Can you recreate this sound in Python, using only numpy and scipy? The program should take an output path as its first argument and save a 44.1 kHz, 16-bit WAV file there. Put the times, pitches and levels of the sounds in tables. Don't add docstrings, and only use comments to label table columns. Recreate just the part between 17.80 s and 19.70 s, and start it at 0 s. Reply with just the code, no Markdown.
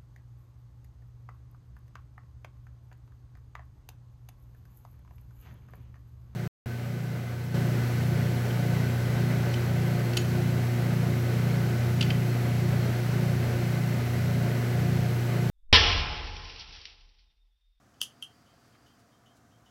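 import sys
import numpy as np
from scipy import signal
from scipy.fft import rfft, irfft
from scipy.io import wavfile

SR = 44100
rng = np.random.default_rng(int(sys.argv[2]) if len(sys.argv) > 2 else 0)


def to_wav(sig):
    pcm = np.clip(np.atleast_2d(sig), -1, 1) * 32767
    pcm = np.round(pcm).astype(np.int16)
    wavfile.write(sys.argv[1], SR, pcm.T)


N = 83790
T = np.arange(N) / SR


def from_db(db):
    return 10 ** (np.asarray(db) / 20)


def dying(start, t60):
    return (T >= start) * from_db(-60 * np.maximum(T - start, 0) / t60)


def rising(start, rise_s):
    return 1 - np.exp(-np.maximum(T - start, 0) / rise_s)


def noise(spectrum):
    hz, db = np.transpose(spectrum)
    bin_hz = np.maximum(np.arange(N // 2 + 1) * SR / N, 1)
    colour = from_db(np.interp(np.log(bin_hz), np.log(hz), db))
    x = irfft(rfft(rng.standard_normal(N)) * colour, N)
    return x / x.std()


def ring(start, hz, db, t60):
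    out = 0
    for k, (mode_hz, mode_db, mode_t60) in enumerate(zip(hz, db, t60)):
        sine = np.sin(2 * np.pi * mode_hz * (T - start))
        out = out + (-1) ** k * from_db(mode_db) * dying(start, mode_t60) * sine
    return out


def friction(strokes, spectrum):
    swells = sum(from_db(db) * np.exp(-((T - s) / length) ** 2) for s, length, db in strokes)
    return noise(spectrum) * swells


PRESS_S, PRESS_DB, RELEASE_S, RELEASE_DB = .2146, -18.5, .4244, -32.5
CRACK_T60_S, PRESS_CRACK_DB, RELEASE_CRACK_DB = 0.019, -8, -10.5
PRESS_STEEL_DB, RELEASE_STEEL_DB = -44, -51.5
THUMB_T60_S = .026
CATCH_S = 0.00063
RADIATION_HZ = 630
# (frequency [Hz], level pressed [dB re click], level released [dB re click], t60 without the thumb [s])
CASE_MODES = [(496, -16.5, -39, .014), (1316, -22.5, -22, 0.042), (1820, -38, -41, 0.004),
              (2742, -5, -5.5, 0.041), (2983, 0, -3.5, 0.028), (3184, 3, 3, 0.06), (3516, -10, -38, 0.034),
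              (4456, -7.5, -15, .018), (5030, -2.5, -34, 0.011), (6175, -6, -12, 0.021),
              (7460, -29, -23, 0.015), (8750, -9, -19, 0.013), (9480, -14, -19, 0.0036),
              (10000, 1.5, -8, 0.0075), (10630, -8, -2, 0.0095), (11600, -8, -16, .008),
              (13520, -8, -18, 0.013)]
# (frequency [Hz], relative level per Hz [dB])
CRACK_COLOUR = [(300, 13), (600, -14), (1500, 3), (2200, 2), (3000, 4), (4000, 2.5), (6000, 6), (8000, -1),
                (10000, 2.5), (12500, -2.5), (14500, -1), (16000, -9)]
# (frequency [Hz], relative level [dB], t60 [s])
STEEL_MODES = [(2960, -6.5, 0.16), (2898, -5.5, .18), (2952, -8, .22), (3096, -5, 0.26), (3150, -1, 0.169),
               (3340, -15, 0.21), (3470, -7.5, 0.11)]


def crown():
    hz, pressed_db, released_db, free_t60 = np.transpose(CASE_MODES)
    steel_hz, steel_db, steel_t60 = np.transpose(STEEL_MODES)
    thumbed_t60 = 1 / (1 / free_t60 + 1 / THUMB_T60_S)
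    press = (PRESS_S, PRESS_DB, pressed_db, thumbed_t60, PRESS_CRACK_DB, PRESS_STEEL_DB)
    release = (RELEASE_S, RELEASE_DB, released_db, free_t60, RELEASE_CRACK_DB, RELEASE_STEEL_DB)
    out = 0
    for s, click_db, modes_db, t60, crack_db, inner_db in [press, release]:
        crack = from_db(crack_db) * dying(s, CRACK_T60_S) * noise(CRACK_COLOUR)
        snap = from_db(click_db) * (ring(s, hz, modes_db, t60) + crack)
        steel = ring(s, steel_hz, steel_db + inner_db, steel_t60)
        out = out + rising(s, CATCH_S) * (snap + steel)
    return signal.sosfilt(signal.butter(2, RADIATION_HZ, "high", fs=SR, output="sos"), out)


# (time [s], half length [s], level [dB])
STEM_RUBS = [(.1435, 0.002, -65), (.21, 0.0046, -45.5), (.422, 0.0057, -59)]
# (frequency [Hz], relative level per Hz [dB])
STEM_RUB_COLOUR = [(1500, -65), (2500, -24), (3050, 11), (3900, -14), (6300, -2), (8000, -10), (10000, -41),
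                   (16000, -31)]


def stem_rubs():
    return friction(STEM_RUBS, STEM_RUB_COLOUR)


FIRST_TICK_S, BALANCE_PERIOD_S, TOCK_AFTER_S = .6605, .399, .259
TICK_DB, TOCK_DB = -60.5, -65.5
SWING_START_DB, SWING_GROWTH_S = -5, 0.32
RATTLE_DB, RATTLE_T60_S = -12, 0.23
# (frequency [Hz], level in ticks [dB re beat], level in tocks [dB re beat], rise [s], t60 [s])
BEAT_MODES = [(2820, -10, -17, .003, 0.17), (2997, 2, -6, 0.0047, .15), (3190, -9, -4, .004, .12),
              (3400, -12, -18, 0.0054, .15), (3670, -12, -10.5, .005, .2), (6460, -11.5, -19, .005, 0.14)]
# (frequency [Hz], relative level per Hz [dB])
RATTLE_COLOUR = [(2000, -29), (3200, 5), (4200, -9), (6400, -1), (8000, -19.5), (10500, -7), (15000, -16)]


def escapement():
    out, hiss = 0, noise(RATTLE_COLOUR)
    for swing in range(4):
        for side, (lag, db) in enumerate([(0, TICK_DB), (TOCK_AFTER_S, TOCK_DB)]):
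            s = FIRST_TICK_S + swing * BALANCE_PERIOD_S + lag
            growth_db = SWING_START_DB * np.exp((FIRST_TICK_S - s) / SWING_GROWTH_S)
            beat = 0
            for hz, *levels, rise, t60 in BEAT_MODES:
                beat = beat + rising(s, rise) * ring(s, [hz], [levels[side]], [t60])
            rattle = from_db(RATTLE_DB) * dying(s, RATTLE_T60_S) * hiss
            out = out + from_db(db + growth_db) * (beat + rattle) + hairspring(s, side)
    return out


# (start frequency [Hz], glide [Hz per s], loudest after [s], half length [s], level [dB])
HAIRSPRING_GLIDES = [(3227, -1250, 0.047, 0.038, -70.5), (3135, 950, .035, 0.032, -73.5)]


def hairspring(start, side):
    hz, glide_hz_per_s, peak_s, length_s, db = HAIRSPRING_GLIDES[side]
    age = T - start
    swell = rising(start, CATCH_S) * np.exp(-((age - peak_s) / length_s) ** 2)
    return from_db(db) * swell * np.sin(2 * np.pi * (hz + .5 * glide_hz_per_s * age) * age)


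# (time [s], level [dB])
SLIDE_LEVEL = [(0, -94), (.25, -69.5), (.38, -69.5), (.85, -70.5), (1.1, -70.5), (1.3, -76), (1.42, -90),
               (1.9, -97)]
# (frequency [Hz], relative level per Hz [dB])
SLIDE_COLOUR = [(1500, 2.5), (3900, -8), (4500, 1.5), (4800, 4.5), (5400, -9), (8000, -13.5), (15000, -19)]
# (time [s], half length [s], level [dB])
SKIN_BRUSHES = [(.87, 0.061, -75), (1.075, .012, -73.5), (1.2, 0.014, -70.5), (1.572, 0.019, -70),
                (1.875, 0.016, -82)]
# (frequency [Hz], relative level per Hz [dB])
BRUSH_COLOUR = [(1500, -11), (3500, 1), (6000, 2), (9000, -2.5), (14000, -9), (16000, -10)]
# (time [s], half length [s], level [dB])
HAND_SHUFFLES = [(.955, 0.015, -66)]
# (frequency [Hz], relative level per Hz [dB])
SHUFFLE_COLOUR = [(150, -8), (400, -16), (1300, 4), (2500, -2), (5000, -16), (10000, -32)]


def hand():
    slide = from_db(np.interp(T, *np.transpose(SLIDE_LEVEL))) * noise(SLIDE_COLOUR)
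    return slide + friction(SKIN_BRUSHES, BRUSH_COLOUR) + friction(HAND_SHUFFLES, SHUFFLE_COLOUR)


ROOM_GAP_S = 0.0086
PRESS_WASH_DB, RELEASE_WASH_DB, WASH_T60_S = -40.5, -55.5, 0.16
# (frequency [Hz], relative level per Hz [dB])
WASH_COLOUR = [(1000, -23), (2200, -13.5), (3300, 4), (3900, -4), (4700, -7), (6100, 7), (7200, -3),
               (8700, -1.5), (10100, 2), (12500, -8.5), (14500, -10.5), (16000, -20)]


def wash():
    swell = 0
    for click_s, db in [(PRESS_S, PRESS_WASH_DB), (RELEASE_S, RELEASE_WASH_DB)]:
        s = click_s + ROOM_GAP_S
        swell = swell + from_db(db) * rising(s, CATCH_S) * dying(s, WASH_T60_S)
    return swell * noise(WASH_COLOUR)


ROOM_DB, ROOM_T60_S, ROOM_TREBLE_T60_S, ROOM_SPLIT_HZ = -12.5, .18, 0.11, 6300
SCATTER_DB, ROOM_BUILD_S = -8, 0.002
# (delay [s], level [dB])
NEAR_ECHOES = [(.0092, -15), (.0112, -14), (.0177, -14), (0.0199, -19.5)]


def room(x):
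    low_pass = signal.butter(2, ROOM_SPLIT_HZ, fs=SR, output="sos")
    high_pass = signal.butter(2, ROOM_SPLIT_HZ, "high", fs=SR, output="sos")
    low = signal.sosfilt(low_pass, rng.standard_normal(N))
    high = signal.sosfilt(high_pass, rng.standard_normal(N))
    tail = low * dying(0, ROOM_T60_S) + high * dying(0, ROOM_TREBLE_T60_S)
    tail = tail * (from_db(SCATTER_DB) + rising(ROOM_GAP_S, ROOM_BUILD_S))
    response = from_db(ROOM_DB) * tail / np.sqrt(np.sum(tail ** 2))
    for delay, db in NEAR_ECHOES:
        response[int(delay * SR)] += from_db(db)
    return signal.fftconvolve(x, response)[:N]


AIR_DB, DRONE_DB = -63, -77.5
HUM_WAVER_DB, HUM_WAVER_HZ = 0.5, 8.4
# (frequency [Hz], relative level per Hz [dB])
AIR_COLOUR = [(20, -44), (32, -24), (48, -5), (110, 3), (170, -1), (280, 0), (370, -7), (620, -8.5),
              (720, -2.5), (850, -12.5), (1200, -7.5), (1650, -12), (2300, -20.5), (4400, -23.5),
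              (5800, -20), (7500, -24), (8600, -28), (15500, -33)]
# (frequency [Hz], relative level per Hz [dB])
DRONE_COLOUR = [(400, -42), (660, -41.5), (695, 4), (712, -10.5), (750, -22), (1100, -42)]
# (frequency [Hz], rms level [dB])
MAINS_HUM = [(119.8, -71), (240, -75.5)]


def background():
    waver = from_db(HUM_WAVER_DB * noise([(HUM_WAVER_HZ, 0), (4 * HUM_WAVER_HZ, -80)]))
    hum = 0
    for hz, db in MAINS_HUM:
        hum = hum + np.sqrt(2) * from_db(db) * np.sin(2 * np.pi * (hz * T + rng.random()))
    air = from_db(AIR_DB) * noise(AIR_COLOUR)
    drone = from_db(DRONE_DB) * noise(DRONE_COLOUR)
    return air + drone + waver * hum


TICK_ROOM_DB = -13


def scene():
    clicks = crown() + stem_rubs()
    ticks = escapement()
    reflected = room(clicks + from_db(TICK_ROOM_DB) * ticks) + wash()
    return (clicks + ticks + reflected + hand() + background())[None]


CUTOFF_HZ = 16000


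def record(dry):
    return signal.sosfilt(signal.ellip(10, .1, 70, CUTOFF_HZ, fs=SR, output="sos"), dry)


dry = scene()
out = record(dry)
to_wav(out)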